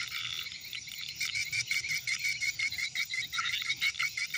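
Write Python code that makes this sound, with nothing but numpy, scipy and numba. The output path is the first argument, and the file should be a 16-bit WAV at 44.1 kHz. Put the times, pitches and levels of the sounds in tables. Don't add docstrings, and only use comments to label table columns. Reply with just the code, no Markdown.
import sys
import numpy as np
from scipy import signal
from scipy.fft import rfft, irfft
from scipy.io import wavfile
from scipy.ndimage import uniform_filter1d
from numba import njit

SR = 44100
rng = np.random.default_rng(int(sys.argv[2]) if len(sys.argv) > 2 else 0)


def log_audio(samples):
    frames = np.atleast_2d(samples).T
    limited = np.clip(frames, -1, 1)
    pcm = np.round(limited * 32767).astype(np.int16)
    wavfile.write(sys.argv[1], SR, pcm)


N = 192849


def undb(db):
    return 10 ** (np.asarray(db) / 20)


def unit(x):
    return x / np.sqrt(np.mean(x ** 2))


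def sine(hz):
    return np.sin(2 * np.pi * np.cumsum(hz) / SR)


@njit
def svf(x, hz, width):
    y, band_state, low_state = np.empty(len(x)), 0., 0.
    for i in range(len(x)):
        g, damping = np.tan(np.pi * hz[i] / SR), width / hz[i]
        v = (band_state + g * (x[i] - low_state)) / (1 + g * (g + damping))
        band_state, low_state = 2 * v - band_state, low_state + 2 * g * v
        y[i] = damping * v
    return y


def band(x, hz, width):
    hz, width = hz * np.ones(N), float(width)
    return svf(svf(x, hz, width), hz, width)


def walk(rate):
    hold = int(SR / rate)
    steps = np.repeat(rng.standard_normal(N // hold + 1), hold)
    return unit(uniform_filter1d(uniform_filter1d(steps, hold), hold)[:N])


def pulses(hz, jitter, scatter_db, breath):
    phase = np.cumsum(hz * (1 + jitter * walk(300))) / SR
    click = np.exp(40 * (np.cos(2 * np.pi * phase) - 1))
    sizes = undb(scatter_db * rng.standard_normal(int(phase[-1]) + 2))
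    air = unit(rng.standard_normal(N) * (.4 + click))
    return unit(click * sizes[np.round(phase).astype(int)]) + breath * air


def coloured(spectrum, flicker_db, per_octave):
    hz, db = np.transpose(spectrum)
    octave = np.log2(np.arange(1, N // 2 + 2) * SR / N)
    shaped = rfft(rng.standard_normal(N)) * undb(np.interp(octave, np.log2(hz), db, -90, -90))
    out = 0
    for centre in np.arange(np.log2(hz[0]), np.log2(hz[-1]), 1 / per_octave):
        share = np.clip(1 - per_octave * abs(octave - centre), 0, 1)
        out += irfft(shaped * share, N) * undb(flicker_db * walk(18))
    return unit(out)


def add(out, s, piece):
    i = max(int(s * SR), 0)
    out[i:i + len(piece)] += piece[:N - i]


def near_frog():
    # (time [s], length [s], level [dB], opening boost [dB], catch depth [dB], opening pitch [Hz],
    # catch pitch [Hz], upper throat [dB], low throat [dB])
    calls = [(0.0, 0.047, -35.5, 3.5, 4, 2076, 2135, -49.5, -47),
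             (.11, 0.11, -39.5, 0, 4, 2213, 2226, -75, -52),
             (1.206, .063, -35, 2.5, -3.5, 2200, 2250, -37.5, -59),
             (1.349, 0.089, -33, -0.5, -2.5, 2248, 2250, -39.5, -58.5),
             (1.526, 0.091, -31.5, -0.5, -1.5, 2280, 2270, -37.5, -53.5),
             (1.709, 0.097, -30.5, 5.5, 3, 2220, 2120, -39.5, -52),
             (1.888, 0.091, -31.5, -3, -1.5, 2240, 2100, -39.5, -56),
             (2.074, 0.081, -30.5, 1.5, 4.5, 2199, 2050, -38, -55),
             (2.24, 0.092, -30.5, -2, 2.5, 2196, 2190, -39.5, -58),
             (2.407, 0.095, -31.5, -10.5, -2.5, 2198, 2130, -40.5, -58),
             (2.592, 0.093, -30, 2, 5, 2178, 2090, -43.5, -54),
             (2.781, 0.08, -31, -2.5, 8, 2056, 2070, -42, -56),
             (2.954, 0.087, -30.5, 1, 10, 2074, 2070, -44.5, -52.5),
             (3.135, 0.084, -31, 0.5, 11.5, 2114, 2000, -43.5, -57),
             (3.327, .076, -35.5, -5.5, 13, 2027, 2030, -44, -51.5),
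             (3.399, 0.081, -40, 10, 3, 2151, 2000, -68, -40),
             (3.49, 0.064, -29.5, 2.5, 17, 2088, 2050, -45, -49),
             (3.649, 0.077, -30.5, 2.5, 10, 2106, 2070, -43.5, -54),
             (3.817, 0.091, -30, -2, 2, 2215, 2120, -42, -56),
             (3.992, 0.091, -31, 4, 3, 2160, 2060, -42.5, -50.5),
             (4.173, 0.085, -31.5, 4, 10, 2127, 2070, -41.5, -52),
             (4.339, .08, -28.5, -4, 6, 2278, 2120, -40, -44)]
    opening_s, catch_s, catch_width_s = .015, .028, .011
    closing_hz, closing_fade_db = 2213., -10
    sac_gain, upper_gain, low_gain, progress, solo = np.zeros((5, N))
    hz = np.full(N, closing_hz)
    for s, length, db, opening_db, catch_db, opening_hz, catch_hz, upper_db, low_db in calls:
        t = np.arange(int(length * SR)) / SR
        u = t / length
        opening = np.exp(-(t / opening_s) ** 4)
        catch = np.exp(-((t - catch_s) / catch_width_s) ** 2)
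        glide = np.interp(t, [0, catch_s, .85 * length], [opening_hz, catch_hz, closing_hz])
        add(hz, s, glide - closing_hz)
        add(sac_gain, s, undb(db + opening_db * opening - catch_db * catch + closing_fade_db * u ** 7))
        add(upper_gain, s, undb(upper_db + 2 * (2 * u - 1) ** 2))
        add(low_gain, s, undb(low_db + 3.64 * u))
        add(progress, s, u)
        add(solo, s, opening)
    sac_gain, upper_gain, low_gain = uniform_filter1d([sac_gain, upper_gain, low_gain], size=150)
    detune_hz = (70 + 28 * walk(40)) * (1 - solo)
    first, second = (undb(1.5 * walk(60)) * sine(hz + side * detune_hz + 25 * walk(200))
                     for side in (1, -1))
    membranes = first + .6 * (1 - solo) * second
    rasp = pulses(hz / 3, jitter=.028, scatter_db=3, breath=.65)
    sac = unit(unit(membranes) + .6 * unit(band(rasp, hz, 520)))
    octave = undb(-11.5) * unit(band(membranes ** 2, 2 * hz, 590))
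    low = undb(4.1 * walk(70)) * unit(band(rasp, 1347, 270) + 3.06 * band(rasp, 1910, 177))
    # (centre [Hz], width [Hz], relative level [dB])
    throat = [(2885, 940, -7), (3660, 700, -3), (4330, 730, -3.5), (5155, 1000, 1.5), (5710, 900, 1),
              (6210, 380, 0), (7350, 870, -2.5), (8580, 1450, -7), (9890, 630, -15), (11700, 850, -17.5),
              (15500, 2700, -23)]
    upper = unit(sum(undb(db + 2 * walk(120)) * band(rasp, f, width) for f, width, db in throat))
    mouth = progress ** 2 * unit(band(rasp, 4300 + 1500 * progress ** 2.57, 720))
    return sac_gain * (sac + octave) + low_gain * low + upper_gain * (upper + mouth)


def crickets():
    # (centre [Hz], width [Hz], first level [dB], last level [dB], throb rate [Hz], depth [0-1])
    songs = [(6750, 390, -59, -58.5, 71, 0.47), (5724, 300, -71.5, -58, 130, 0.3),
             (4960, 1000, -63, -55, 57, 0)]
    out = 0
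    for hz, width, first_db, last_db, rate, depth in songs:
        throb = 1 + depth * sine(rate * (1 + .069 * walk(5)))
        gain = undb(np.linspace(first_db, last_db, N) + 2.3 * walk(7.93))
        out += gain * throb * unit(band(rng.standard_normal(N), hz, width))
    return out


def distant_chorus():
    # (frequency [Hz], relative density [dB])
    spectrum = [(710, -47), (1200, -25), (1750, -22), (1920, -13.5), (2120, -4), (2390, -4), (2540, -3.5),
                (3230, -9.5), (3600, -3.5), (4340, -4), (4840, -7.5), (5790, -3), (6200, -11), (8060, -46),
                (13600, -120)]
    # (time [s], level [dB])
    swells = [(0, -41.5), (.21, -47), (.35, -43), (.7, -48.5), (1.4, -46.5), (2.3, -46), (3.2, -55.5),
              (3.52, -45), (3.75, -48), (4.37, -50)]
    gain = undb(np.interp(np.arange(N) / SR, *np.transpose(swells)))
    return gain * coloured(spectrum, flicker_db=5, per_octave=7)


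def far_rumble():
    # (frequency [Hz], relative density [dB])
    spectrum = [(15, -34), (25, -34), (69, -3), (124, 2.5), (146, -1), (247, -16), (319, -14.5),
                (606, -24.5), (821, -22), (1060, -26.5), (1150, -33), (1500, -19.5), (2530, -120)]
    return undb(-58 + 1.3 * walk(7)) * coloured(spectrum, flicker_db=3.6, per_octave=3)


def far_insects():
    # (frequency [Hz], relative density [dB])
    spectrum = [(5200, -15), (6200, -15), (6900, 2.5), (7900, -19.5), (10500, -22), (11500, -47),
                (15500, -39)]
    return undb(-57.5) * coloured(spectrum, flicker_db=4.3, per_octave=5)


def tick(partials, snap_db):
    t = np.arange(int(.009 * SR)) / SR
    bright_noise = np.convolve(rng.standard_normal(len(t)), [.3, .5, .3, -.3, -.5, -.3], "same")
    snap = undb(snap_db + 4) * np.exp(-t / .0015) * bright_noise
    envelope = (t / .0019 * np.exp(1 - t / .002)) ** 3.3
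    ring = sum(undb(db) * np.sin(2 * np.pi * (hz * t + rng.random())) for hz, db in partials)
    return snap + envelope * ring


def ticking_frogs():
    # (time [s], level [dB], pitch [Hz], relative low throat [dB], relative snap [dB])
    ticks = [(.0144, -32, 2880, -10.5, -30), (.0313, -33, 3600, -16, -6), (.0614, -38.5, 2840, -12, -23),
             (.0762, -31, 3600, -17, -13), (.1466, -35, 3770, -6.5, -25), (.162, -29, 3540, -16, -13.5),
             (0.2521, -29.5, 2800, -14.5, -39), (.2634, -41.5, 3570, -2, -38),
             (0.3267, -26.5, 3490, -19.5, -36), (0.3913, -26.5, 2830, -34, -38),
             (.4154, -38.5, 3520, -6, -27), (0.5185, -32.5, 3580, -18, -19.5), (0.731, -29, 3530, -34, -39),
             (0.7476, -30.5, 2720, -18, -34), (0.7536, -29, 3000, -23, -17), (.9168, -33, 3600, -20, -8),
             (0.9382, -31.5, 2940, -25, -13), (1.0114, -39.5, 3430, -4.5, -29),
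             (1.0238, -33.5, 3590, -19, -43), (1.0344, -29, 3520, -35, -42), (1.062, -30.5, 3540, -41, -43),
             (1.0882, -30, 2940, -34, -9.5), (1.2531, -36, 3720, -1, -17), (1.277, -29.5, 3527, -16, -35),
             (1.2902, -30, 3016, -14, -38), (1.2968, -27, 2940, -18, -40), (1.73, -30, 3510, -18, -10),
             (1.7434, -27.5, 2883, -13.5, -13), (2.1365, -34.5, 3400, -7.5, -24),
             (2.1635, -32.5, 2920, -11.5, -33), (2.6032, -27.5, 3640, -35, -31),
             (2.6279, -28.5, 2826, -12, -22), (3.6193, -30, 3500, -7, -27), (3.7906, -41, 3733, -30, -25),
             (3.812, -34, 2885, -25, -25), (3.9456, -35, 3477, -19, -30), (3.9578, -32, 3480, -25, -36),
             (3.9778, -33, 3685, -20, -24), (3.9959, -32, 2792, -10, -30), (4.0063, -24.5, 2923, -20, -37),
             (4.0198, -27.5, 2753, -18, -30), (4.3039, -37, 3610, -19, -32), (4.3114, -41, 3683, -27, -14),
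             (4.3251, -37, 3650, -25, -9), (4.353, -32.5, 3085, -8, -27)]
    out = np.zeros(N)
    for s, db, hz, low_db, snap_db in ticks:
        throat, sac = (1400, low_db), (2150, low_db + 11)
        partials = [(hz, 0), throat, sac, (.802 * hz, -9), (1.22 * hz, -9)]
        add(out, s - .001, undb(db) * tick(partials, snap_db))
    return out


def trilling_frogs():
    # (start [s], end [s], tick rate [Hz], level [dB], pitch [Hz], second partial [Hz],
    # its relative level [dB])
    trills = [(.165, .432, 84.7, -30, 3515, 4700, -15), (.108, .305, 72, -40, 1370, 2870, 3),
              (.325, 0.47, 60, -43.5, 1384, 2250, -1), (.112, 0.14, 140, -42, 5400, 5700, -19),
              (2.72, 2.87, 140, -46, 4700, 1820, -3.5), (3.405, 3.485, 180, -38, 2790, 1890, 3),
              (3.528, 3.585, 210, -31.5, 2880, 3570, 1.5), (3.815, 3.9, 170, -32.5, 2906, 1393, -10)]
    out = np.zeros(N)
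    for start, end, rate, db, hz, second_hz, second_db in trills:
        for s in np.arange(start, end, 1 / rate):
            swell = np.sin(np.pi * (.1 + .8 * (s - start) / (end - start))) ** .5
            detune, size_db, late_s = [.008, 2, .0006] * rng.standard_normal(3)
            partials = [(hz * (1 + detune), 0), (second_hz * (1 + detune), second_db),
                        (.8 * hz, -11), (.613 * hz, -12), (1.6 * hz, -14)]
            add(out, s - .002 + late_s, swell * undb(db + size_db) * tick(partials, snap_db=-24))
    return out


def katydid():
    # (time [s], strokes [count])
    rasps = [(.086, 4), (.337, 4), (.6155, 4), (.888, 4), (1.0859, 1), (1.161, 4), (1.42, 4), (1.6756, 4),
             (1.9121, 5), (2.1912, 4), (2.4467, 4), (2.7072, 4), (2.9597, 4), (3.24, 4), (3.5187, 4),
             (3.7698, 4), (4.0264, 4), (4.2698, 4)]
    # (centre [Hz], width [Hz], relative level [dB])
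    wing = [(14700, 600, 0), (15250, 600, 0), (13900, 1300, -11), (12000, 2500, -21)]
    spacing_s, teeth_per_s, rise_db_per_s, fall_db_per_s = .0315, 450, 1500, 1098
    t = np.arange(-.025, .04, 1 / SR)
    stroke_db = np.minimum(rise_db_per_s * t, -fall_db_per_s * t) - 49
    gain = np.zeros(N)
    for s, count in rasps:
        for k in range(count):
            add(gain, s - .023 + k * spacing_s, undb(stroke_db + 1.2 * k))
    teeth = pulses(teeth_per_s, jitter=.046, scatter_db=4, breath=2.5)
    scrape = unit(signal.lfilter([1, -2, 1], 1, teeth))
    return gain * unit(sum(undb(db) * unit(band(scrape, hz, width)) for hz, width, db in wing))


def further_frog():
    # (time [s], length [s], level [dB], pitch [Hz], lower note level [dB])
    answers = [(0.447, 0.039, -41, 4127, -40), (0.535, 0.038, -42, 4150, -44.5),
               (0.627, 0.063, -45, 4270, -46), (0.759, 0.035, -39, 4010, -41.5),
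               (0.865, 0.032, -45.5, 4105, -42), (0.974, 0.04, -42.5, 4006, -44),
               (1.078, 0.053, -41, 4147, -45.5), (1.186, .058, -42.5, 4190, -65),
               (1.309, 0.06, -38.5, 4120, -42.5), (1.44, .059, -44, 4056, -39),
               (1.682, 0.057, -39.5, 4150, -46.5), (1.824, .06, -45.5, 4247, -35),
               (1.967, 0.031, -47, 4215, -38), (2.066, 0.043, -41, 4180, -60),
               (2.187, 0.057, -42, 4260, -38), (2.325, 0.058, -42.5, 4240, -38),
               (2.456, 0.06, -42, 4222, -41), (2.712, 0.052, -37, 4042, -40), (2.834, .053, -37, 3956, -40),
               (2.963, 0.062, -35, 3833, -42), (3.094, 0.049, -36, 3933, -46.5),
               (3.213, 0.052, -35, 3813, -43), (3.332, 0.05, -34.5, 3863, -53),
               (3.444, .056, -34.5, 3741, -49), (3.581, 0.044, -34.5, 3810, -45),
               (3.693, 0.047, -33.5, 3775, -42), (3.818, 0.041, -29.5, 3796, -37),
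               (4.083, 0.053, -47, 4073, -63)]
    glide_hz = 60
    hz, lower_hz, gain, lower_gain = np.zeros((4, N))
    for s, length, db, note_hz, lower_db in answers:
        u = np.linspace(0, 1, int(length * SR))
        add(hz, s, note_hz + glide_hz * (u - .5))
        add(lower_hz, s, .53 * note_hz * (1 + .14 * (u ** 2 - .3)))
        add(gain, s, undb(db) * np.sin(np.pi * u) ** .63)
        add(lower_gain, s, undb(lower_db) * np.sin(np.pi * u ** 1.3) ** .9)
    hz, lower_hz = np.clip(hz, 3400, 4800), np.clip(lower_hz, 1800, 2600)
    voice = pulses(hz / 6, jitter=.03, scatter_db=3, breath=.8)
    lower_voice = pulses(lower_hz / 3, jitter=.03, scatter_db=3, breath=.8)
    return gain * unit(band(voice, hz, 510)) + lower_gain * unit(band(lower_voice, lower_hz, 280))


def whoops():
    # (time [s], level [dB], start pitch [Hz], end pitch [Hz], length [s])
    calls = [(0.801, -40.5, 6330, 5500, 0.042), (1.67, -37.5, 3108, 2730, 0.025),
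             (2.36, -42.5, 3050, 2784, 0.056), (2.7, -67.5, 753.5, 725, 0.13),
             (2.89, -67.5, 745, 709.5, .15), (3.21, -68, 730, 706, .07), (3.379, -23.5, 1551, 1212, 0.0275),
             (3.76, -66, 809, 792, 0.055), (4.01, -64, 814, 800, 0.068), (4.024, -27, 1542, 1278, .013)]
    hoarseness = undb(1.8 * walk(400))
    out = np.zeros(N)
    for s, db, start_hz, end_hz, length in calls:
        n = int(length * SR)
        add(out, s, undb(db) * np.hanning(n) * hoarseness[:n] * sine(np.geomspace(start_hz, end_hz, n)))
    return out


def insect_whine():
    # (time [s], level [dB])
    swell = [(0, -106), (1.9, -58), (4.15, -65), (4.25, -76), (4.37, -76)]
    db = np.interp(np.arange(N) / SR, *np.transpose(swell)) + 2.4 * walk(40)
    return undb(db) * np.sqrt(2) * sine(6015 + 15 * walk(30))


def bank_echo(x, t60_s, db):
    t = np.arange(int(.25 * SR)) / SR
    tail = rng.standard_normal(len(t)) * np.exp(-np.log(1000) * t / t60_s) * (t > .002)
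    return x + undb(db) * signal.fftconvolve(x, tail / np.linalg.norm(tail))[:N]


def ground_dip(x, hz, width_hz, depth):
    return x - depth * svf(x, np.full(N, hz), width_hz)


def scene():
    frogs = near_frog() + further_frog() + ticking_frogs() + trilling_frogs()
    throat_edge = signal.cheby1(8, 1, 1257, "high", fs=SR, output="sos")
    callers = signal.sosfilt(throat_edge, frogs) + whoops() + katydid()
    callers = bank_echo(callers, t60_s=.06, db=-13)
    chorus, rumble = distant_chorus(), far_rumble()
    pond = callers + crickets() + far_insects() + chorus
    pond = ground_dip(pond, hz=6320., width_hz=450., depth=.6)
    return (pond + insect_whine() + rumble)[None]


def record(dry):
    return signal.sosfilt(signal.ellip(12, .2, 90, 15600, fs=SR, output="sos"), dry)


dry = scene()
out = record(dry)
log_audio(out)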